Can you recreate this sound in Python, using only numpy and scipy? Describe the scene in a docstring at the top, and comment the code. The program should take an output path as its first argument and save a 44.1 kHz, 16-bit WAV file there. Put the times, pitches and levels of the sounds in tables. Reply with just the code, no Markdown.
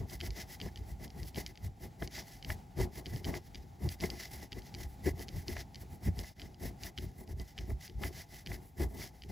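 """Short hissing strokes and bright ticks: a fine pen writes on a paper pad, close to the microphone in a quiet room.
Each stroke is friction: the tip slips over the fibres, which hiss and set the barrel ringing.
The loose refill ticks by impact as the tip lands and lifts, and snags shake the barrel.
The push of the hand makes the pad and the desk rumble at their resonances, over faint, wavering room air."""
import sys
import numpy as np
from scipy import signal
from scipy.fft import rfft, irfft, next_fast_len
from scipy.io import wavfile
from scipy.ndimage import uniform_filter1d

SR = 44100
rng = np.random.default_rng(int(sys.argv[2]) if len(sys.argv) > 2 else 0)


def unload_audio(sound):
    """Save the sound as a 16-bit wav file, at the path given as the first command line argument."""
    columns = np.transpose(np.atleast_2d(sound))
    # keep every value between -1 and 1, then stretch to whole-number steps
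    steps = np.round(np.clip(columns, -1, 1) * 32767)
    wavfile.write(sys.argv[1], SR, steps.astype(np.int16))


N = 410571
TIME = np.arange(N) / SR  # s
FREQS = np.fft.rfftfreq(next_fast_len(N), 1 / SR)  # Hz

# All levels in the tables are relative: each layer adds its own gain.
# Strokes of the tip. Each row: time of full speed in seconds, length in seconds, scratch level in dB,
# weight on the pad in dB over the scratch, fine hiss in dB over the scratch.
STROKES = [(-0.048, 0.099, -54.5, 18, -0.5), (0.135, 0.057, -56.5, 3, 2.5), (0.257, 0.047, -53, 6.5, 1),
           (0.399, 0.068, -51.0, -2, -3), (0.527, 0.057, -55.5, -7, 1.5), (0.663, 0.051, -58.5, 14, -1.5),
           (0.906, 0.047, -65.0, 6, 6), (1.039, 0.046, -57.0, 9.5, 0.5), (1.206, 0.082, -64.5, 15.5, 3),
           (1.279, 0.041, -59.5, -33, 3.5), (1.396, 0.049, -49.5, 4, -0.5), (1.491, 0.054, -62.5, 8.5, -1),
           (1.656, 0.041, -61.5, 7.5, 2.5), (1.845, 0.049, -59.5, 10.5, 3.5), (2.04, 0.05, -58, 15, 2),
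           (2.179, 0.073, -48, -3.5, -5.5), (2.329, 0.11, -60.5, -6, 0), (2.514, 0.053, -54.5, 8.5, 3.5),
           (2.823, 0.051, -48, 15, 0.5), (2.98, 0.059, -56.5, 7, 2), (3.153, 0.11, -61, 13, 1.5),
           (3.289, 0.046, -54.5, 16, 2.5), (3.361, 0.048, -53, 6.5, -3), (3.464, 0.043, -69.0, -1, -1),
           (3.856, 0.061, -60.0, 16.5, 3.5), (3.923, 0.047, -55.5, -0.5, 2), (4.049, 0.052, -51, 10, 1),
           (4.132, 0.101, -59.5, 8, 0), (4.229, 0.076, -50.5, -7, -4.5), (4.347, 0.065, -57.5, -1, 3),
           (4.429, 0.067, -59.0, 6, -0.5), (4.585, 0.034, -62.0, 17.5, -1), (4.678, 0.045, -61, -9, -3),
           (4.819, 0.057, -54.5, 5.5, 0.5), (4.92, 0.062, -74, 1, 8), (5.081, 0.05, -52, 15.5, 2),
           (5.211, 0.056, -57.5, 10, 2), (5.391, 0.08, -60.0, 8.5, 1.5), (5.516, 0.052, -52.5, 11, 1),
           (5.594, 0.058, -51, 3, -4.5), (5.82, 0.034, -63, 11, 4.5), (5.941, 0.056, -76, 22, 11.5),
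           (6.065, 0.051, -57, 10.5, 3), (6.197, 0.043, -57.5, 12.5, 3), (6.265, 0.091, -59, -13, -2),
           (6.437, 0.089, -64.5, 8.5, -3), (6.662, 0.065, -54.0, 12.5, 3), (6.859, 0.059, -52.5, 1.5, 0.5),
           (7.041, 0.03, -63, 15, 5), (7.209, 0.057, -69.5, 17.5, 8), (7.31, 0.04, -65, 17.5, 3),
           (7.411, 0.046, -65, 18.5, 3), (7.492, 0.072, -66.0, -8, -1), (7.62, 0.081, -66.5, 9, -13),
           (7.708, 0.043, -63.5, 17, 5.5), (7.847, 0.049, -54.5, -10, -2), (8.056, 0.065, -53.5, 13.5, 2),
           (8.19, 0.074, -53, -4, -1.5), (8.368, 0.09, -58.5, -3, 0.5), (8.53, 0.064, -56.5, 13, 1),
           (8.659, 0.1, -77, 13, 11), (8.825, 0.05, -52.5, 15.5, 4), (8.975, 0.13, -68.5, 18.5, 7),
           (9.036, 0.079, -51.0, -8, -1.5), (9.182, 0.071, -72.5, 1, 2), (9.304, 0.02, -60.5, 16.5, 0.5)]
# The tip lands and the refill ticks twice. Each row: start in seconds, level in dB, strongest pitch in Hz,
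# time to the second tick in seconds, second tick in dB over the first.
LANDINGS = [(0.2037, -27.5, 3230, 0.0072, 4), (0.601, -29, 3100, 0.013, 4.5),
            (0.7584, -32, 3400, 0.015, -2), (1.078, -41, 4600, 0.025, 3), (1.3455, -33.5, 3250, 0.0134, 4),
            (1.5554, -40, 3570, 0.019, 3.5), (2.4259, -31, 3580, 0.021, 3.5),
            (3.058, -27.5, 3560, 0.007, -3), (3.2443, -26, 3470, 0.006, -2), (3.546, -31, 3560, 0.009, 0),
            (4.0023, -32, 4200, 0.0056, 5), (4.52, -29, 3000, 0.0086, 2), (4.741, -32, 4100, 0.0071, 3.5),
            (5.2832, -30.5, 4200, 0.0058, 0), (5.7455, -33.5, 4200, 0.011, 2),
            (6.3964, -32, 2830, 0.021, 1.5), (6.9767, -25, 3050, 0.0081, 0), (7.5787, -28, 3140, 0.0084, 2),
            (7.878, -34.5, 3800, 0.019, -4), (8.4618, -28.5, 2970, 0.01, 0.5),
            (9.2204, -34, 3380, 0.0155, -0.5)]
# The tip catches on the paper and slips free. 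Each row: start in seconds, level in dB.
SNAGS = [(0.685, -49), (2.0223, -36), (2.5017, -30), (3.3398, -36.5), (4.0372, -33), (5.529, -47),
         (5.5662, -36), (6.2412, -46), (7.7029, -47), (8.0352, -32), (8.5167, -38), (9.0169, -45)]
# The hand jabs the pad at the height of a hard stroke. Each row: time in seconds, level in dB.
JABS = [(1.388, -34.5), (2.027, -39.5), (2.812, -33.5), (2.834, -37), (4.043, -30.5), (5.074, -23.5),
        (5.495, -38), (6.075, -32), (8.818, -30)]
JAB_S = 0.0089  # rise and fall time
# Resonances of the barrel. Each row: frequency in Hz, width in Hz, level in dB.
BARREL = [(1748, 83, 1.5), (2012, 124, 12), (2050, 47, -13.5)]
# Resonances of the refill. Each row: frequency in Hz, width in Hz, level in dB.
REFILL = [(2300, 330, -2), (3100, 360, 1.5), (3800, 2500, -9.5), (4690, 650, 1.5), (6150, 790, -15.5),
          (11500, 5000, -1)]


def tip(ring_db, scratch_db, hiss_db, catch_db, tooth_db):
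    """Friction noise: fibres rasp and ring the barrel, coarse ones catch; paper tooth modulates all together."""
    # Rasp of the fibres. Each row: frequency in Hz, density in dB per Hz.
    scratch_spectrum = [(700, -3), (1100, -19.5), (1400, -9), (2500, -6.5), (3200, -4.5), (4000, -4.5),
                        (5200, 0.5), (6500, -4.5), (7800, -13), (9500, -31)]
    # Fine hiss of the fibres. Each row: frequency in Hz, density in dB per Hz.
    hiss_spectrum = [(6000, -11.5), (8000, -1.5), (13500, 3.5), (15000, 2.5), (16000, -15)]
    catches_per_s = 160  # coarse fibres met while the tip moves
    ring, scratch, hiss = friction(skid_ring_db=0, skid_hiss_db=-1.5)
    tooth = from_db(tooth_db * drift(rate=54))
    drive = coloured(fibres(grain_db=0.5), [(1200, -4.5), (1800, 5.5), (2800, -4.0)])
    barrel = rms_one(resonate(drive, BARREL))
    rasp = coloured(fibres(grain_db=2.0), scratch_spectrum)
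    fine = coloured(fibres(grain_db=3), hiss_spectrum)
    coarse = (rng.random(N) < catches_per_s / SR) * rng.standard_normal(N)
    catches = rms_one(resonate(coarse, [*BARREL, *REFILL]))
    ringing = from_db(ring_db) * ring * barrel
    scratching = scratch * (from_db(scratch_db) * rasp + from_db(catch_db) * catches)
    hissing = from_db(hiss_db) * hiss * fine
    return tooth * (ringing + scratching + hissing)


def friction(skid_ring_db, skid_hiss_db):
    """Friction follows sliding: ring, scratch and hiss swell with strokes and landing skids; jabs add ring."""
    slowing = 0.8  # time a stroke takes to slow down, over the time it takes to speed up
    barrel_follows = 0.21  # dB of ring gained per dB of weight
    skid_db, skid_rise_s, skid_fall_s = -35.5, 0.011, 0.042  # after landing the tip skids a little
    jab_ring_db = -16.5  # a jab also rings the barrel
    strokes = [(s, length / 2, slowing * length / 2, db + barrel_follows * weight, db, db + bright)
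               for s, length, db, weight, bright in STROKES]
    skids = [(s + gap, skid_rise_s, skid_fall_s, db + skid_db) for s, db, _, gap, _ in LANDINGS]
    stroke_strength = swells(strokes, fall_shape=2.26)
    skid_strength = swells(skids, fall_shape=1.05) * from_db([[skid_ring_db], [0], [skid_hiss_db]])
    ring, scratch, hiss = np.hypot(stroke_strength, skid_strength)
    jab, = swells([(s, JAB_S, JAB_S, db + jab_ring_db) for s, db in JABS], fall_shape=1.3)
    return np.hypot(ring, jab), scratch, hiss


def refill(tick_db, snag_db):
    """Impact excitation: landings and lifts tick the refill, slightly wide; a snag shakes the whole barrel."""
    # Single clicks of the refill as a stroke turns or lifts off. Each row: start in seconds, level in dB.
    click_rows = [(.0977, -35), (0.265, -33), (0.3052, -30), (1.2307, -32.5), (1.463, -23.5),
                  (2.0749, -28.5), (3.161, -32), (3.8895, -24.5), (4.1016, -22), (4.6198, -41),
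                  (5.194, -35.5), (5.4812, -22.5), (6.1905, -26), (6.544, -42), (6.8343, -25),
                  (7.2759, -43), (7.3978, -32.5)]
    click_hz, snag_hz = 4600, 2030  # favoured pitches
    contacts = [(s, db, hz) for s, db, hz, _, _ in LANDINGS]
    contacts += [(s + gap, db + rebound, hz) for s, db, hz, gap, rebound in LANDINGS]
    contacts += [(s, db, click_hz) for s, db in click_rows]
    ticks = knocks(contacts, REFILL, focus_db=7.5, chatter=0.095, chatter_s=0.0027)
    quadrature = np.imag(signal.hilbert(ticks, next_fast_len(N)))[:N]
    ticks = spread(ticks, quadrature, side_db=-17, pan_db=0)
    snag_contacts = [(s, db, snag_hz) for s, db in SNAGS]
    snags = knocks(snag_contacts, BARREL, focus_db=5, chatter=0.47, chatter_s=0.0019)
    return from_db(tick_db) * ticks + from_db(snag_db) * snags


def knocks(events, modes, focus_db, chatter, chatter_s):
    """Modal impact: a blow and its dying chatter, band-limited, excite most the modes near the contact's pitch."""
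    out, age = np.zeros(N + SR), TIME[:SR // 30]
    chatter_noise = rng.standard_normal((len(events), len(age)))
    for (s, db, pitch), noise in zip(events, chatter_noise):
        force = chatter * noise * np.exp(-age / chatter_s) + (age == 0)
        band = signal.butter(2, [0.45 * pitch, 1.6 * pitch], "band", fs=SR, output="sos")
        force = signal.sosfilt(band, force)
        focused = [(hz, width, level - focus_db * np.tanh(2 * abs(np.log2(hz / pitch))))
                   for hz, width, level in modes]
        sound = resonate(force, focused)
        start = int((s + 0.0007) * SR)  # the blow falls 0.7 ms after the listed start
        out[start:start + len(age)] += from_db(db) * sound / np.linalg.norm(sound)
    return out[:N]


def pad_and_desk(desk_db, pad_db, boom_db, sheet_db, lump_db, firm_db):
    """Forced resonance: a push thuds into the desk and shakes the pad and its top sheet in uneven lumps."""
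    # Resonances of the pad. Each row: frequency in Hz, width in Hz, level in dB.
    pad_modes = [(193, 84, 1), (272, 134, -7), (357.2, 20.4, 3), (404, 27, -10)]
    # The pad's one booming mode. Each row: frequency in Hz, width in Hz, level in dB.
    boom_modes = [(359.6, 27.5, 0)]
    # Resonances of the top sheet. Each row: frequency in Hz, width in Hz, level in dB.
    sheet_modes = [(671, 147, 30), (804, 29, 22), (1260, 200, -20)]
    # Deep resonance of the desk. Each row: frequency in Hz, width in Hz, level in dB.
    deep_modes = [(57.7, 16.3, 0)]
    # Upper resonances of the desk. Each row: frequency in Hz, width in Hz, level in dB.
    upper_modes = [(87.5, 15.6, -0.5), (111, 56, -11)]
    deep, upper, body, top = load(release=0.75, deep_db=-0.5, upper_db=-2.0, top_db=-1.5)
    lumps = from_db(lump_db * np.tanh(drift(rate=29)))
    thuds = [deep * shaken(deep_modes, 37.6, 77) + upper * shaken(upper_modes, 58.0, 151) for _ in range(2)]
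    desk = spread(*thuds, side_db=-15, pan_db=0.6)
    pad = spread(shaken(pad_modes, 136, 407), shaken(pad_modes, 155, 420), side_db=-8.5, pan_db=2.0)
    boom = spread(shaken(boom_modes, 187, 410), 0, side_db=0, pan_db=4.0)
    sheet = spread(shaken(sheet_modes, 545, 1220), shaken(sheet_modes, 640, 1400), side_db=-7.5, pan_db=4.0)
    # the firmer the push, the more of the pad's energy goes into its one booming mode
    firm = body ** 2 / (body ** 2 + from_db(firm_db) ** 2)
    pad = from_db(pad_db) * np.sqrt(1 - firm) * pad + from_db(boom_db) * np.sqrt(firm) * boom
    return from_db(desk_db) * desk + lumps * (body * pad + from_db(sheet_db) * top * sheet)


def load(release, deep_db, upper_db, top_db):
    """Load transfer: strength of the desk's two parts, pad and sheet; heavier strokes reach deeper."""
    # The hand shifts its weight and the desk thuds.
    # Each row: time in seconds, deep mode level in dB, upper modes level in dB.
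    thud_rows = [(0.011, -36, -35), (0.167, -47, -60), (0.304, -36, -50), (0.819, -41.5, -48),
                 (0.937, -40.5, -56), (1.234, -41.5, -44), (1.663, -41, -38), (2.508, -42, -40),
                 (2.801, -58, -36), (3.146, -58, -37.5), (3.288, -54, -50), (3.596, -47, -59),
                 (3.862, -49, -32), (4.129, -51, -65), (4.866, -40.5, -60), (5.13, -44, -40),
                 (5.37, -42, -37.5), (5.503, -63, -46), (6.086, -39.5, -28.5), (6.194, -39, -44),
                 (6.708, -51, -58), (7.064, -45, -43), (7.343, -42, -42.5), (7.412, -40, -50),
                 (7.626, -40, -63), (7.728, -32, -39.5), (7.98, -37, -46), (8.506, -52, -48),
                 (8.859, -35, -47), (9.277, -51, -63)]
    sheet_follows, desk_follows = 0.59, 1.01  # dB gained per dB of weight
    settle_db, settle_rise_s, settle_fall_s = -23, 0.0045, 0.066  # the pad gives under a landing
    thud_rise_s, thud_fall_s = 0.02, 0.02
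    flick_db, flick_s = -7, 0.0097  # each snag flicks the top sheet
    strokes = [(s, length / 2, release * length / 2,
                db + desk_follows * weight, db + weight, db + sheet_follows * weight)
               for s, length, db, weight, _ in STROKES]
    desk, pad, sheet = swells(strokes, fall_shape=1.2)
    settling = [(s + gap, settle_rise_s, settle_fall_s, db + settle_db) for s, db, _, gap, _ in LANDINGS]
    settle, = swells(settling, fall_shape=1.17)
    thuds = [(s, thud_rise_s, thud_fall_s, *levels) for s, *levels in thud_rows]
    deep, upper = swells(thuds, fall_shape=1.3)
    jab, = swells([(s, JAB_S, JAB_S, db) for s, db in JABS], fall_shape=1.6)
    flick, = swells([(s, flick_s / 2, flick_s, db + flick_db) for s, db in SNAGS], fall_shape=1.3)
    parts = ([from_db(deep_db) * desk, deep, settle],
             [from_db(upper_db) * desk, upper, settle],
             [pad, jab, settle],
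             [from_db(top_db) * sheet, flick])
    return [np.linalg.norm(part, axis=0) for part in parts]  # powers add


def room(level_db):
    """Partly coherent noise: quiet air that wavers, wide in the low mids and centred in the treble."""
    # Air of the room. Each row: frequency in Hz, density in dB per Hz.
    air_spectrum = [(28, -7), (55, 0.5), (150, -2), (300, -15), (580, -25), (820, -11.5), (1000, -30.5),
                    (1500, -34), (2000, -30), (2700, -35.5), (5000, -35.5), (8000, -39), (15000, -39.5)]
    # The air dips briefly. Each row: time in seconds, level offset in dB.
    air_dip = [(6.32, 2), (6.335, -19), (6.35, -11), (6.365, 0.5)]
    waver_db, waver_per_s = 2, 6.8
    mid, side = coloured(rng.standard_normal((2, N)), air_spectrum)
    width = from_db(np.interp(FREQS, [60, 400, 1500, 2400], [-15.5, -8.5, 2.5, -41]))
    offset_db = waver_db * drift(waver_per_s) + np.interp(TIME, *np.transpose(air_dip))
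    air = spread(mid, filtered(side, width), side_db=0.5, pan_db=0.5)
    return from_db(level_db + offset_db) * air


def fibres(grain_db):
    """Stick-slip friction force: a dense run of tiny slips of uneven size."""
    return rms_one(rng.standard_normal(N) * from_db(grain_db * rng.standard_normal(N)))


def shaken(modes, low_hz, high_hz):
    """Sustained resonance: a soft body kept ringing evenly by the dragging tip, weak outside its own range."""
    band = signal.butter(2, [low_hz, high_hz], "band", fs=SR, output="sos")
    ringing = signal.sosfilt(band, resonate(fibres(grain_db=8.5), modes))
    return steadied(rms_one(ringing), span_s=0.0238)


def resonate(x, modes):
    """Modal superposition: parallel two-pole resonances, each with its own gain on top."""
    out = 0
    for hz, width, db in modes:
        r = np.exp(-np.pi * width / SR)  # pole radius: the wider, the quicker the decay
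        zeros = np.array([1, 0, -1]) * (1 - r * r) / 2
        poles = [1, -2 * r * np.cos(2 * np.pi * hz / SR), r * r]
        out = out + from_db(db) * signal.lfilter(zeros, poles, x + 1e-18)
    return out


def swells(rows, fall_shape):
    """Energy envelopes: each row (s, rise s, fall s, dB, ..) rises in a bell and dies away; a curve per level."""
    power = np.zeros((len(rows[0][3:]), N))
    for s, rise, fall, *levels in rows:
        near = slice(*np.searchsorted(TIME, [s - 3 * rise, s + 5 * fall]))
        lag = TIME[near] - s
        decay = np.where(lag < 0, (lag / rise) ** 2, np.abs(lag / fall) ** fall_shape)
        power[:, near] += from_db(levels)[:, None] ** 2 * np.exp(-decay)
    return np.sqrt(power)


def steadied(x, span_s):
    """Amplitude levelling: hold the strength of a narrow vibration even over span_s."""
    return x / np.sqrt(uniform_filter1d(x * x, max(int(span_s * SR), 1)) + 1e-3)


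def drift(rate):
    """Low-passed noise: smooth chance with about rate turns a second; rms 1."""
    return rms_one(filtered(rng.standard_normal(N), 1 / (1 + (FREQS / rate) ** 2)))


def coloured(x, spectrum):
    """Spectral shaping: weight x by a spectrum that falls away beyond its ends; rms 1."""
    hz, db = np.transpose(spectrum)
    hz = np.r_[hz[0] / 2, hz, hz[-1] * 2]
    db = np.r_[db[0] - 40, db, db[-1] - 40]
    gain_db = np.interp(np.log(FREQS + 1), np.log(hz), db)
    return rms_one(filtered(x, from_db(gain_db)))


def filtered(x, gain):
    """Linear filtering: apply one gain per frequency."""
    size = next_fast_len(N)
    return irfft(rfft(x, size) * gain, size)[..., :N]


def spread(mid, side, side_db, pan_db):
    """Mid-side stereo: left and right from a shared and an opposed part, with a level difference pan_db."""
    pair = mid + from_db(side_db) * side * np.array([[1], [-1]])
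    return pair * from_db(np.array([[pan_db], [-pan_db]]) / 2)


def from_db(db):
    """Decibel law: amplitude ratio of a level."""
    return 10 ** (np.asarray(db) / 20)


def rms_one(x):
    """Power normalisation: scale x to an rms of 1."""
    return x / np.sqrt(np.mean(x ** 2) + 1e-20)


def scene():
    """Superposition: pen, paper and desk over the air of the room."""
    pen = tip(ring_db=-2.5, scratch_db=0.52, hiss_db=0.7, catch_db=-10, tooth_db=2.0)
    pen = pen + refill(tick_db=6.5, snag_db=18.5)
    support = pad_and_desk(desk_db=0.94, pad_db=-2.5, boom_db=-5.5, sheet_db=-5.5, lump_db=5.5, firm_db=-34)
    return pen + support + room(level_db=-56.5)


def record(dry):
    """Phase rotation: the right channel turns in the low treble and increasingly above 7.5 kHz; edges are cut."""
    # Phase turn of the right channel, a stereo widening. Each row: frequency in Hz, phase in radians.
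    widening_phase = [(1100, 0), (1500, -1.2), (1800, -.4), (2150, 0), (7450, 0), (8950, 3.14),
                      (11100, 6.28), (13350, 9.42), (15300, 12.57)]
    bass_cut_hz, top_cut_hz = 33, 15900
    phase = np.interp(FREQS, *np.transpose(widening_phase))
    channels = np.array([dry[0], filtered(dry[1], np.exp(1j * phase))])
    low_edge = FREQS ** 3 / np.sqrt(FREQS ** 6 + bass_cut_hz ** 6)
    return filtered(channels, low_edge / np.sqrt(1 + (FREQS / top_cut_hz) ** 160))


dry = scene()
out = record(dry)
unload_audio(out)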